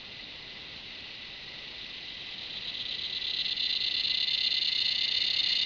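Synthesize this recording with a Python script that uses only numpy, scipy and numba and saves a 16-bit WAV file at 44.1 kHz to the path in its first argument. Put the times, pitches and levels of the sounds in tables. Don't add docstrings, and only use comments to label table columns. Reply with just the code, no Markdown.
import sys
import numpy as np
from scipy import signal
from scipy.fft import rfft, irfft
from scipy.io import wavfile
from scipy.ndimage import uniform_filter1d
from numba import njit

SR = 44100
rng = np.random.default_rng(int(sys.argv[2]) if len(sys.argv) > 2 else 0)


def inscribe(sig):
    pcm = np.round(np.clip(np.atleast_2d(sig).T, -1, 1) * 32767)
    wavfile.write(sys.argv[1], SR, pcm.astype(np.int16))


N = 249165
TIME = np.arange(N) / SR

# t/s, tension (0 slack, 1 tight)
ABDOMEN_TENSION = [(1.7, 0.029), (2.7, 0.11), (3.2, .27), (3.6, 0.55), (4.2, 0.67), (4.8, 0.86),
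                   (5.2, 0.95), (5.6, 0.98)]
# slack f/Hz, tight f/Hz, width/Hz, slack gain/dB, tight gain/dB
ABDOMEN_MODES = [(2700, 2868, 126, -12, -4.5), (2950, 3043, 87, -8, -7.5), (3188, 3336, 140, -2, -17),
                 (3508, 3622, 58.5, 0.5, 2.5), (3802, 4050, 205, -2, -5), (3960, 4191, 125, 1, 0),
                 (4230, 4544, 220, -12, -6.5), (4580, 4766, 200, -17, -14.5), (5100, 5000, 180, -26.5, -15),
                 (6030, 6020, 180, -35, -25), (6500, 6500, 320, -31, -22), (6900, 6200, 150, -37.5, -30.5)]
# t/s into the stroke, f/Hz
TYMBAL_RIBS = [(0, 4530), (.0012, 3784), (.0024, 2950)]
PHRASE_RHYTHMS = {"wind-up": [(0, 4), (.028, 4), (.052, 9)], "three": [(0, 6), (.035, 4), (.061, 6)],
                  "four": [(0, 4), (.03, 4), (.056, 6), (.086, 5)], "four, long last": [(0, 4), (.032, 4),
                  (.061, 4), (.085, 6)]}
# t/s, rhythm name
SONG_PHRASES = [(2.852, "four"), (2.982, "wind-up"), (3.096, "wind-up"), (3.21, "four"), (3.334, "wind-up"),
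                (3.446, "three"), (3.565, "four"), (3.69, "three"), (3.802, "three"), (3.909, "four"),
                (4.035, "three"), (4.139, "four, long last"), (4.27, "three"), (4.375, "four"),
                (4.505, "three"), (4.611, "three"), (4.717, "four, long last"), (4.845, "three"),
                (4.947, "four, long last"), (5.078, "four, long last"), (5.203, "three"),
                (5.3, "four, long last"), (5.43, "four"), (5.551, "three")]
# t/s, relative level/dB
PHRASE_LEVEL = [(1.75, -49.5), (2.1, -46.5), (2.8, -36.5), (3.12, -34.5), (3.4, -30), (3.9, -28.5),
                (4.7, -27.5), (5.6, -27.5)]
# t/s, f/Hz, relative level/dB
LOW_INSECT_EFFORT = [(2.88, 1987, -53), (3.6, 2026, -47.5), (4.2, 2046, -44.5), (4.9, 2076, -43.5),
                     (5.6, 2083, -43.5)]
# f/Hz, relative level/dB
CHORUS_SPECTRUM = [(1400, -25.5), (1850, -9.5), (2000, 2), (2150, -6.5), (2450, -3.5), (2780, 1),
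                   (3250, -3), (3850, 1), (4400, -4.5), (4800, -11.5), (5250, -15.5), (5520, -29),
                   (5720, -19.5), (6900, -38.5)]
# f/Hz, relative level/dB
AIR_SPECTRUM = [(15, -4.5), (35, 0), (90, -1), (160, -0.5), (300, -2.5), (600, -6.5), (1000, -9.5),
                (1600, -12), (2500, -21), (6000, -46.5)]

STROKE_HZ = 249.3


def cicada(gain_db=24.5, rib_spread_hz=380, shut_db=-7):
    tension = curve(TIME, ABDOMEN_TENSION)
    lags_s, rib_hz = np.transpose(TYMBAL_RIBS)
    ribs = np.array([tymbal_rib(lag_s) for lag_s in lags_s])
    song = np.zeros(N)
    for k, (slack_hz, tight_hz, width_hz, slack_db, tight_db) in enumerate(ABDOMEN_MODES):
        share = 1 / (1 + ((tight_hz - rib_hz) / rib_spread_hz) ** 4)
        drive = share / np.linalg.norm(share) @ ribs
        mode_hz = (slack_hz + (tight_hz - slack_hz) * tension) * (1 + 0.0031 * wander(60))
        mode_db = slack_db + (tight_db - slack_db) * tension
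        song += (-1) ** k * undb(mode_db) * resonate(drive, mode_hz, float(width_hz))
    flaps_open = np.zeros(N)
    for start_s, strokes, _ in syllables():
        end_s = start_s + (strokes + .5) / STROKE_HZ
        flaps_open[int(start_s * SR):int(end_s * SR)] = 1
    song *= undb(shut_db * (1 - uniform_filter1d(flaps_open, size=100)))
    song = colour(song, [(800, -41.5), (1800, -13), (2400, -4), (2700, 2.5), (4700, 1.5),
                         (5500, -9), (6000, -4.5), (7000, -7.5)])
    return unit(song) * rms(ribs) * undb(gain_db)


def tymbal_rib(lag_s, limp=0.039, jitter=.04, spread_db=1.0, crescendo_db=0.5):
    times_s, sizes = [], []
    for start_s, strokes, level_db in syllables():
        k = np.arange(strokes)
        late, strength = rng.standard_normal((2, strokes))
        times_s.append(start_s + lag_s + (k + limp * (k % 2) + jitter * late) / STROKE_HZ)
        sizes.append(undb(level_db + spread_db * strength + crescendo_db * np.linspace(-.5, .5, strokes)))
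    return clicks(np.concatenate(times_s), np.concatenate(sizes))


def syllables(first_s=1.779, period_s=.12, wind_ups=9, slack_rise_db_per_s=32):
    wind_up = [(first_s + k * period_s, "wind-up") for k in range(wind_ups)]
    rows = []
    for start_s, rhythm in wind_up + SONG_PHRASES:
        level_db = curve(start_s, PHRASE_LEVEL)
        slack = 1 - curve(start_s, ABDOMEN_TENSION)
        for lag_s, strokes in PHRASE_RHYTHMS[rhythm]:
            rows.append((start_s + lag_s, strokes, level_db + slack_rise_db_per_s * slack * lag_s))
    return rows


def low_insect(gain_db=0.5, half_length_s=0.052, glide_hz_per_s=900, roughness=0.3, echo_db=-8):
    voice = np.zeros(N)
    waver_hz = 11 * wander(70)
    flutter = 1 + roughness * wander(170)
    for middle_s, pitch_hz, level_db in low_notes():
        near = np.abs(TIME - middle_s) < .11
        t = TIME[near] - middle_s
        phase = 2 * np.pi * np.cumsum(pitch_hz + glide_hz_per_s * t + waver_hz[near]) / SR
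        swell = np.exp(-.5 * (t / half_length_s) ** 4)
        voice[near] += undb(level_db + gain_db) * swell * flutter[near] * np.sin(phase)
    return voice + undb(echo_db) * tree_echo(voice, t60_s=0.43, delay_s=0.0092)


def low_notes(first_s=2.88, period_s=.133, slowing_s=.0014, count=20):
    k = np.arange(count)
    middles_s = first_s + k * period_s + slowing_s * k ** 2 / 2
    at_s, pitch_hz, level_db = np.transpose(LOW_INSECT_EFFORT)
    return zip(middles_s, np.interp(middles_s, at_s, pitch_hz), np.interp(middles_s, at_s, level_db))


def neighbour(level_db=-54.0, syllable_hz=26.4, stroke_s=0.0068, rib_lag_s=0.001402, spread_db=1.5):
    syllable = np.arange(int(TIME[-1] * syllable_hz))[:, None]
    stroke = np.arange(3)
    late, strength = rng.standard_normal((2, len(syllable), len(stroke)))
    times_s = (syllable + .06 * late[:, :1]) / syllable_hz + stroke_s * (stroke + .15 * late)
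    sizes = undb(spread_db * strength)
    upper = resonate(clicks(times_s, sizes), 4000 + 90 * wander(150), width_hz=190.0)
    lower = resonate(clicks(times_s + rib_lag_s, sizes), 3720 + 70 * wander(150), width_hz=150.0)
    ticks = colour(upper + lower, [(1000, -30), (3000, -1), (4300, -2.5), (5200, -17.5), (7000, -19.5)])
    return undb(level_db) * unit(ticks)


def chorus(base_db=-44.0, gap_scale_s=1 / 330, decay_s=0.0027, spread_db=1.0, wash=1.4):
    gaps, strength = rng.standard_normal((N // 10, 2)).T
    times_s = np.cumsum(np.abs(gaps)) * gap_scale_s
    bursts = clicks(times_s, undb(spread_db * strength) ** 2)
    t = np.arange(SR // 20) / SR
    power = signal.fftconvolve(bursts, np.exp(-t / decay_s))[:N]
    envelope = np.sqrt(np.abs(power) / np.mean(power) + wash)
    buzz = colour(envelope * rng.standard_normal(N), CHORUS_SPECTRUM)
    swell_db = np.interp(TIME, [0, 1, 1.7, 2.4, 3.5, 5.6], [-0.8, -0.43, 1.2, 1.0, 2.5, 6.5])
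    return unit(buzz) * undb(base_db + swell_db + 0.34 * wander(25))


def air(level_db=-53.5):
    rumble = colour(rng.standard_normal(N), AIR_SPECTRUM)
    return unit(rumble) * undb(level_db + 0.51 * wander(3.4))


def tree_echo(x, t60_s, delay_s):
    t = np.arange(SR // 2) / SR
    tail = rng.standard_normal(len(t)) * np.exp(-np.log(1000) * t / t60_s) * (t > delay_s)
    return unit(signal.fftconvolve(x, tail)[:N]) * rms(x)


@njit
def resonate(x, centre_hz, width_hz):
    y = np.empty(len(x))
    band_state, low_state = 0., 0.
    for i in range(len(x)):
        g = np.tan(np.pi * centre_hz[i] / SR)
        damping = width_hz / centre_hz[i]
        band = (band_state + g * (x[i] - low_state)) / (1 + g * (g + damping))
        band_state = 2 * band - band_state
        low_state += 2 * g * band
        y[i] = damping * band
    return y


def clicks(times_s, sizes):
    position = np.clip(times_s.ravel() * SR, 0, N)
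    index, fraction = position.astype(int), position % 1
    before = np.bincount(index, sizes.ravel() * (1 - fraction), N + 2)
    after = np.bincount(index + 1, sizes.ravel() * fraction, N + 2)
    return (before + after)[:N]


def colour(x, points):
    hz, db = np.transpose(points)
    bins_hz = np.maximum(np.fft.rfftfreq(N, 1 / SR), 1)
    return irfft(rfft(x) * undb(np.interp(np.log(bins_hz), np.log(hz), db)), N)


def wander(rate_hz):
    hold = max(int(SR / rate_hz), 1)
    steps = np.repeat(rng.standard_normal(N // hold + 1), hold)
    return unit(uniform_filter1d(steps, hold)[:N])


def curve(t, points):
    return np.interp(t, *np.transpose(points))


def undb(db):
    return 10 ** (np.asarray(db) / 20)


def rms(x):
    return np.sqrt(np.mean(x ** 2))


def unit(x):
    return x / rms(x)


def scene(echo_db=-12):
    song = cicada()
    echo = undb(echo_db) * tree_echo(song, t60_s=0.67, delay_s=0.0067)
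    return (song + echo + low_insect() + neighbour() + chorus() + air())[None]


def record(dry):
    cutoff_hz = 7030
    return signal.sosfilt(signal.ellip(10, .2, 80, cutoff_hz, fs=SR, output="sos"), dry)


dry = scene()
out = record(dry)
inscribe(out)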